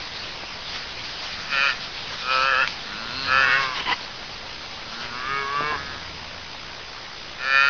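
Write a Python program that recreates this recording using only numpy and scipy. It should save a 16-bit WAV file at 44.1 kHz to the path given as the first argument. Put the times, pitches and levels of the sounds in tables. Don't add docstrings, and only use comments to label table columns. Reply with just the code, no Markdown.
import sys
import numpy as np
from scipy import signal
from scipy.fft import rfft, irfft, next_fast_len
from scipy.io import wavfile
from scipy.ndimage import uniform_filter1d, map_coordinates

SR = 44100
rng = np.random.default_rng(int(sys.argv[2]) if len(sys.argv) > 2 else 0)


def file_out(sig):
    cols = np.atleast_2d(sig).T
    lim = np.clip(cols, -1, 1)
    pcm = np.round(lim * 32767).astype(np.int16)
    wavfile.write(sys.argv[1], SR, pcm)


def amplitude_ratio(level_db):
    exponent = np.asarray(level_db, float) / 20
    return 10 ** exponent


N = 339129


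def unit(x):
    return x / np.sqrt(np.mean(np.abs(x) ** 2) + 1e-20)


def along(points, hz):
    f, v = np.transpose(points)
    return np.interp(np.log(hz + 1), np.log(f + 1), v)


def wobble(rate, size):
    knots = rng.standard_normal(int(size * rate / SR) + 4)
    return map_coordinates(knots, [np.arange(size) * rate / SR])


def filtered(x, response):
    m = next_fast_len(N + SR // 2)
    return irfft(rfft(x, m) * response(np.fft.rfftfreq(m, 1 / SR)), m)[..., :N]


def resonate(modes, f):
    total = 0
    for k, (centre, width, db) in enumerate(modes):
        damping = 1j * f * width
        total = total + (-1) ** k * amplitude_ratio(db) * damping / (centre * centre - f * f + damping)
    return total


def rush(spectrum, patchy_db):
    z = signal.stft(rng.standard_normal(N), nperseg=512)[2]
    field = uniform_filter1d(rng.standard_normal(z.shape), size=8, axis=0)
    field = uniform_filter1d(field, size=8, axis=1)
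    x = signal.istft(z * amplitude_ratio(patchy_db * unit(field)), nperseg=512)[1][:N]
    return unit(filtered(x, lambda hz: amplitude_ratio(along(spectrum, hz))))


def held(start, length, db, attack, release, edge_db):
    end = start + length
    return [(start, db + edge_db), (start + attack, db), (end - release, db), (end, db + edge_db)]


def unroll(rows, step=1):
    s, *cols = np.transpose(rows)
    t = np.arange(round(s[0] * SR), min(round(s[-1] * SR), N), step) / SR
    cut_off = s[-1] > N / SR - .01
    fade = np.clip(np.minimum(t - s[0], s[-1] + cut_off - t) / .015, 0, 1)
    return round(s[0] * SR), fade, [np.interp(t, s, c) for c in cols]


def shaped(calls, poses, gape):
    wide, narrow = np.array(gape)
    shaped_calls = []
    for rows, pose in zip(calls, poses):
        moved = []
        for s, hz, db, opening in rows:
            throat = np.array(pose) + max(opening, 0) * wide + min(opening, 0) * narrow
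            moved.append((s, hz, db, *throat))
        shaped_calls.append(moved)
    return shaped_calls


def voice(calls, throat, pockets, facing_db, chest_db, rough, flicker_db, jitter):
    step = 32
    chest_gains = 0.76
    out = np.zeros(N)
    for rows, aim_db in zip(calls, facing_db):
        start, fade, (pitch, db, *_) = unroll(rows)
        slow, _, mouth, hump, muzzle, tongue, bright = unroll(rows, step=step)[2]
        cycles = np.cumsum(pitch * (1 + jitter * wobble(45, size=len(pitch)))) / SR
        stretch = muzzle / throat[4][0]

        modes = [(c, w, g + chest_db - chest_gains * aim_db) for c, w, g in throat[:2]]
        modes += [(mouth, *throat[2][1:])]
        modes += [(hump, throat[3][1], throat[3][2] + tongue)]
        modes += [(c * stretch, w, g + bright + aim_db * (c > 3500)) for c, w, g in throat[4:]]
        order = np.arange(1, 56)[:, None]
        f = order * slow
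        weights = resonate(modes, f)
        for c, floor, rim in pockets:
            gap = (c * stretch) ** 2 - f * f
            weights = weights * (gap + 1j * f * floor) / (gap + 1j * f * rim)
        weights = weights / np.sqrt(np.sum(np.abs(weights[6:15]) ** 2, axis=0) / 2)

        slack = np.clip(-np.gradient(np.log(slow)) * SR / step, 0, 2.5)
        fray = rough + .14 * uniform_filter1d(slack, size=30)
        fine, coarse = np.arange(len(pitch)), np.arange(len(slow)) * step
        for k, w in zip(order[:, 0], weights):
            breath = wobble(110 * step, size=len(w)) + 1j * wobble(110 * step, size=len(w))
            w = w * (amplitude_ratio(flicker_db * wobble(12 * step, size=len(w))) + fray * breath)
            turn = 2 * np.pi * k * cycles
            wave = np.interp(fine, coarse, w.real) * np.cos(turn)
            wave = wave - np.interp(fine, coarse, w.imag) * np.sin(turn)
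            out[start:start + len(wave)] -= wave * amplitude_ratio(db) * fade
    return out


def preamp_hiss():
    # hz, level_db (per Hz)
    hiss_spectrum = [(12, -14), (20, -18), (22, -14.5), (91, -8.5), (120, -8.5), (195, -13.5), (495, -5),
                     (732, -4.5), (982, -3.5), (1260, -4), (1490, -4), (4490, -6.5), (4950, -5.5),
                     (6170, -18.5), (6970, -45.5), (9060, -81.5), (15300, -120)]
    hiss_db, frame_hz = -34.5, 60000 / 1001
    t = np.arange(N) / SR
    frame = np.tanh(4 * np.sin(2 * np.pi * frame_hz * (t - .004)))
    return amplitude_ratio(hiss_db - 3.0 + 1.5 * frame) * rush(hiss_spectrum, patchy_db=1.32)


def preamp_whine():
    # pitch_hz, level_db (rms)
    tones = [(5012, -53.5), (6013, -63)]
    t = np.arange(N) / SR
    out = np.zeros(N)
    for hz, db in tones:
        out += np.sqrt(2) * amplitude_ratio(db) * np.sin(2 * np.pi * (hz * t + 0.23 * wobble(6, size=N)))
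    return out


def wind():
    # time_s, level_db (strength in the grass)
    gusts = [(0.0, -34.5), (.5, -38), (.95, -37), (1.4, -32.5), (2.0, -36), (2.9, -37), (3.6, -34.5),
             (4.1, -40.5), (4.7, -41), (5.3, -38.5), (6.0, -41.5), (6.6, -56.5), (7.69, -52)]
    # time_s, lift_db, length_s
    flurries = [(0.068, 0.5, 0.066), (.75, 6.5, 0.068), (1.056, 3, 0.022), (1.26, 2, 0.052),
                (1.646, 5, 0.078), (1.82, 2.5, 0.036), (2.139, 5, 0.097), (2.37, 8, 0.09),
                (2.697, 7, 0.044), (3.398, 3, .05), (3.634, 7.5, .03), (3.78, 7.5, 0.033),
                (3.928, 8.5, .03), (4.034, 3, .04), (4.938, 4, .03), (5.024, 6, 0.033)]
    # hz, level_db (per Hz)
    grass_spectrum = [(300, -16.5), (700, -5.5), (1500, -3.5), (3000, -0.5), (4500, -0.5), (5500, 2),
                      (7500, -16)]
    # hz, level_db (per Hz)
    rumble_spectrum = [(20, -6.5), (60, -8.5), (200, -10.5), (600, -24), (1200, -33.5)]
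    buffet_level_db, buffet_follows = -44, 0.07
    t = np.arange(N) / SR
    grass_db = np.interp(t, *np.transpose(gusts))
    for s, db, length in flurries:
        grass_db = grass_db + db * np.exp(-((t - s) / length) ** 2)
    buffet_db = buffet_level_db + buffet_follows * (grass_db - grass_db.mean())
    grass = amplitude_ratio(grass_db + 1.0 * wobble(30, size=N)) * rush(grass_spectrum, patchy_db=2.5)
    buffet = amplitude_ratio(buffet_db - 2.5 + 1.2 * wobble(9, size=N)) * rush(rumble_spectrum, patchy_db=0.5)
    return grass + buffet


def taps():
    # time_s, peak_db, pitch_hz, t60_s
    touches = [
        (0.4356, -25.5, 625, 0.014),
        (2.6756, -11, 3280, 0.014),
        (2.6869, -19, 2880, .008),
        (5.607, -25, 460, 0.042),
        (5.623, -32.5, 498, 0.056),
        (5.635, -28.5, 450, 0.069),
        (5.72, -25.5, 500, 0.11),
    ]
    out, t = np.zeros(N + SR), np.arange(SR // 10) / SR
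    for s, db, hz, t60 in touches:
        puff = unit(signal.lfilter(*signal.iirpeak(hz, .7, SR), rng.standard_normal(len(t))))
        push = np.sin(2 * np.pi * hz * t) * (hz * t < 1)
        out[round(s * SR):][:len(t)] += amplitude_ratio(db) * (push + 0.66 * puff * amplitude_ratio(-60 * t / t60))
    return out[:N]


def treeline(x):
    t = np.arange(SR // 2) / SR
    tail = rng.standard_normal(len(t)) * amplitude_ratio(-60 * t / .5) * (t > .004)
    return signal.fftconvolve(x, tail / np.linalg.norm(tail))[:N]


def far_cows():
    # start_s, length_s, first_pitch_hz, held_pitch_hz, level_db
    hums = [
        (3.08, .48, 79.7, 97, -42.5),
        (5.6, .98, 69.1, 82.95, -47),
    ]
    # multiple of the pitch, level_db
    harmonics = [(1, -2.5), (2, -7.5), (3, -12.5)]
    rise_s, attack_s, release_s, edge_db = 0.3, .12, 0.13, -12
    out = np.zeros(N)
    for s, length, first_hz, held_hz, level_db in hums:
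        start, fade, (db,) = unroll(held(s, length, level_db, attack_s, release_s, edge_db))
        pitch = np.interp(np.arange(len(fade)) / SR, [0, rise_s], [first_hz, held_hz])
        turn = 2 * np.pi * np.cumsum(pitch * (1 + .012 * wobble(14, size=len(fade)))) / SR
        hum = sum(amplitude_ratio(g + 1.1 * wobble(5.7, size=len(fade))) * np.sin(k * turn) for k, g in harmonics)
        out[start:start + len(fade)] += np.sqrt(2) * fade * amplitude_ratio(db) * hum
    return out


def snort():
    # start_s, length_s, level_db
    puffs = [
        (3.729, .12, -29.5),
        (3.843, 0.11, -23),
    ]
    # centre_hz, width_hz, level_db
    nose = [(340, 250, -12.5), (800, 110, -6), (990, 150, -0.5), (2040, 570, -5), (3010, 155, 0),
            (4380, 850, -16)]
    # time_s, level_db, pitch_hz, length_s
    whistles = [
        (3.899, -26.5, 990, 0.012),
        (3.918, -21.5, 800, 0.0065),
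        (3.929, -17.5, 1986, 0.0084),
    ]
    attack_s, release_s, edge_db = 0.041, 0.029, -14.5
    flutter = amplitude_ratio(1.6 * wobble(120, size=N))
    air = unit(filtered(rng.standard_normal(N) * flutter, lambda f: resonate(nose, f)))
    out, t = np.zeros(N), np.arange(N) / SR
    for puff in puffs:
        start, fade, (db,) = unroll(held(*puff, attack_s, release_s, edge_db))
        out[start:start + len(fade)] += air[start:start + len(fade)] * amplitude_ratio(db) * np.sqrt(fade)
    for s, db, hz, length in whistles:
        swell = np.exp(-((t - s) / length) ** 2)
        out += amplitude_ratio(db) * swell * np.sin(2 * np.pi * hz * (t - s) * (1 + 2.6 * (t - s)))
    return out


def cow_mouth_shut():
    # time_s, pitch_hz, level_db, lip opening (-1..1)
    calls = [
        [(2.86, 93.4, -47, -0.46), (2.894, 100.5, -40.5, -1), (3.026, 113.9, -40, -0.25),
         (3.098, 119.1, -38.5, -0.37), (3.174, 132.9, -37.5, 0.045), (3.22, 135.2, -36.5, -0.04),
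         (3.31, 137.1, -36, 0.068)],
        [(4.65, 107.4, -61, 0), (4.78, 109.4, -49.5, -0.021), (4.902, 109.9, -44, 0.077),
         (5.014, 121.3, -39, 0), (5.102, 118, -41, -.2), (5.19, 125, -38, 0)],
        [(5.76, 140.3, -34, -.1), (5.824, 141, -37.5, .1), (5.97, 139.5, -39.5, .1), (6.06, 133.6, -52, .05)],
    ]
    # centre_hz, width_hz, level_db
    throat = [(215, 90, -5), (700, 200, -22), (1380, 170, 0), (1000, 200, -4), (2620, 90, 4),
              (4170, 170, 6), (6900, 400, -12)]
    # mouth_hz, tongue_hz, muzzle_hz, tongue_db, bright_db
    poses = [(1430, 1000, 2660, -3, -3.5), (1405, 990, 2620, -2, -16.5), (1210, 1660, 2260, 6, -14)]
    gape = [(30, 15, 15, 5, 6.6), (30, 15, 60, 5.4, 14)]
    return voice(shaped(calls, poses, gape), throat, [], np.zeros(len(calls)), 0,
                 rough=.07, flicker_db=1.5, jitter=.001)


def cow_mouth_open():
    # time_s, pitch_hz, level_db, mouth opening (-1..1)
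    calls = [
        [(3.31, 138.5, -47, 0), (3.36, 139.4, -34.5, -.3), (3.42, 139.6, -35.5, -.3),
         (3.468, 138.2, -26.5, 0.16), (3.54, 136, -28.5, 0.43), (3.6, 137.6, -24, -0.17),
         (3.652, 132.2, -27.5, -0.11), (3.736, 127, -34.5, -0.38), (3.77, 118, -46, 0)],
        [(5.11, 119.6, -42.5, 0.53), (5.22, 127.9, -33, 0.49), (5.304, 137.2, -27.5, 0.8),
         (5.388, 139.4, -29.5, 0.74), (5.46, 137.6, -29.5, -.3), (5.57, 144.6, -26, 0.2),
         (5.706, 151.5, -25.5, 0.13), (5.735, 149.5, -25.5, -0.82), (5.78, 132.5, -34, -0.44)],
    ]
    # centre_hz, width_hz, level_db
    throat = [(145, 160, -16.5), (436, 51, -7), (1150, 60, 3.5), (1652, 114, -7.5), (2240, 60, -6),
              (2760, 86, -10.5), (3445, 150, -19), (4300, 600, -33.5)]
    # mouth_hz, tongue_hz, muzzle_hz, tongue_db, bright_db
    poses = [(1101, 1620, 2180, 1.5, 2), (1125, 1670, 2240, 1.5, -3)]
    gape = [(110, 30, 17, 4, 6.6), (90, 15, 15, -4.5, 1.5)]
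    return voice(shaped(calls, poses, gape), throat, [], np.zeros(len(calls)), -3.5,
                 rough=.1, flicker_db=2, jitter=.0012)


def calf():
    # time_s, pitch_hz, level_db, mouth opening (-1..1)
    calls = [
        [(1.47, 146, -53, .1), (1.526, 139.7, -27, -0.14), (1.586, 135, -23, 0.24), (1.642, 141.4, -23.5, -.3),
         (1.676, 137.8, -22.5, 0.065), (1.708, 127.4, -27, 0.00049), (1.76, 125.7, -45, .1)],
        [(2.2, 120.4, -44, -.8), (2.312, 131.5, -22, -.8), (2.395, 130.4, -22.5, -0.9),
         (2.455, 135, -22.5, -0.51), (2.495, 135.7, -21.5, .1), (2.556, 126.6, -21.5, -0.12),
         (2.6, 135.7, -20, .2), (2.635, 127, -22.5, 0.43), (2.67, 111.5, -36, .6)],
        [(3.23, 121.2, -44, -0.37), (3.28, 126.7, -30, -0.4), (3.33, 131.8, -19.5, -0.12),
         (3.39, 134.7, -18.5, .05), (3.44, 131.5, -20, 0.5), (3.49, 126.3, -24.5, 0.72),
         (3.53, 131.5, -20.5, 0.91), (3.575, 138.5, -22.5, 0.85), (3.66, 129.7, -44.5, 0.59)],
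        [(7.37, 121, -51.5, .2), (7.414, 126.9, -33.5, 0.24), (7.462, 133.3, -28, -.05),
         (7.568, 136.9, -19, 0.19), (7.69, 140.7, -19, 0.21)],
    ]
    # centre_hz, width_hz, level_db
    throat = [(535, 70, -15), (900, 260, -20), (1340, 85, 0), (1780, 95, -2), (2500, 90, -3),
              (3050, 85, -11.5), (3740, 240, -18), (4680, 280, -17), (6250, 500, -24)]
    # centre_hz, floor_width_hz, rim_width_hz
    pockets = [(2040, 110, 480), (3290, 110, 420)]
    facing = [-2, -5.5, -3, -0.5]
    # mouth_hz, tongue_hz, muzzle_hz, tongue_db, bright_db
    poses = [(1363, 1775, 2490, 3.5, 4.5), (1309, 1698, 2575, 1.5, -1.5), (1343, 1720, 2540, 3, -0.5),
             (1364, 1770, 2450, 4.5, 2)]
    gape = [(150, 150, 130, 0.5, 0.5), (15, 15, 130, 13, 0.5)]
    return voice(shaped(calls, poses, gape), throat, pockets, facing, -3.5,
                 rough=.11, flicker_db=1.5, jitter=.0012)


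def scene():
    herd = calf() + cow_mouth_open() + cow_mouth_shut() + far_cows() + snort()
    return (herd + amplitude_ratio(-19) * treeline(herd) + taps() + wind())[None]


def roll_off(x):
    return signal.sosfilt(signal.butter(12, 7120, fs=SR, output="sos"), x)


def record(dry):
    # hz, level_db
    band_limit = [(4800, 0.5), (5250, -4.5), (5600, -10), (6200, -10.5), (6700, -18), (7000, -39),
                  (7300, -85)]
    pasture = filtered(dry, lambda hz: amplitude_ratio(along(band_limit, hz)))
    electronics = filtered(preamp_hiss() + preamp_whine(), lambda hz: hz < 7400)
    x = pasture + electronics - .0037
    return roll_off(x + amplitude_ratio(-92.5) * rng.standard_normal(N))


dry = scene()
out = record(dry)
file_out(out)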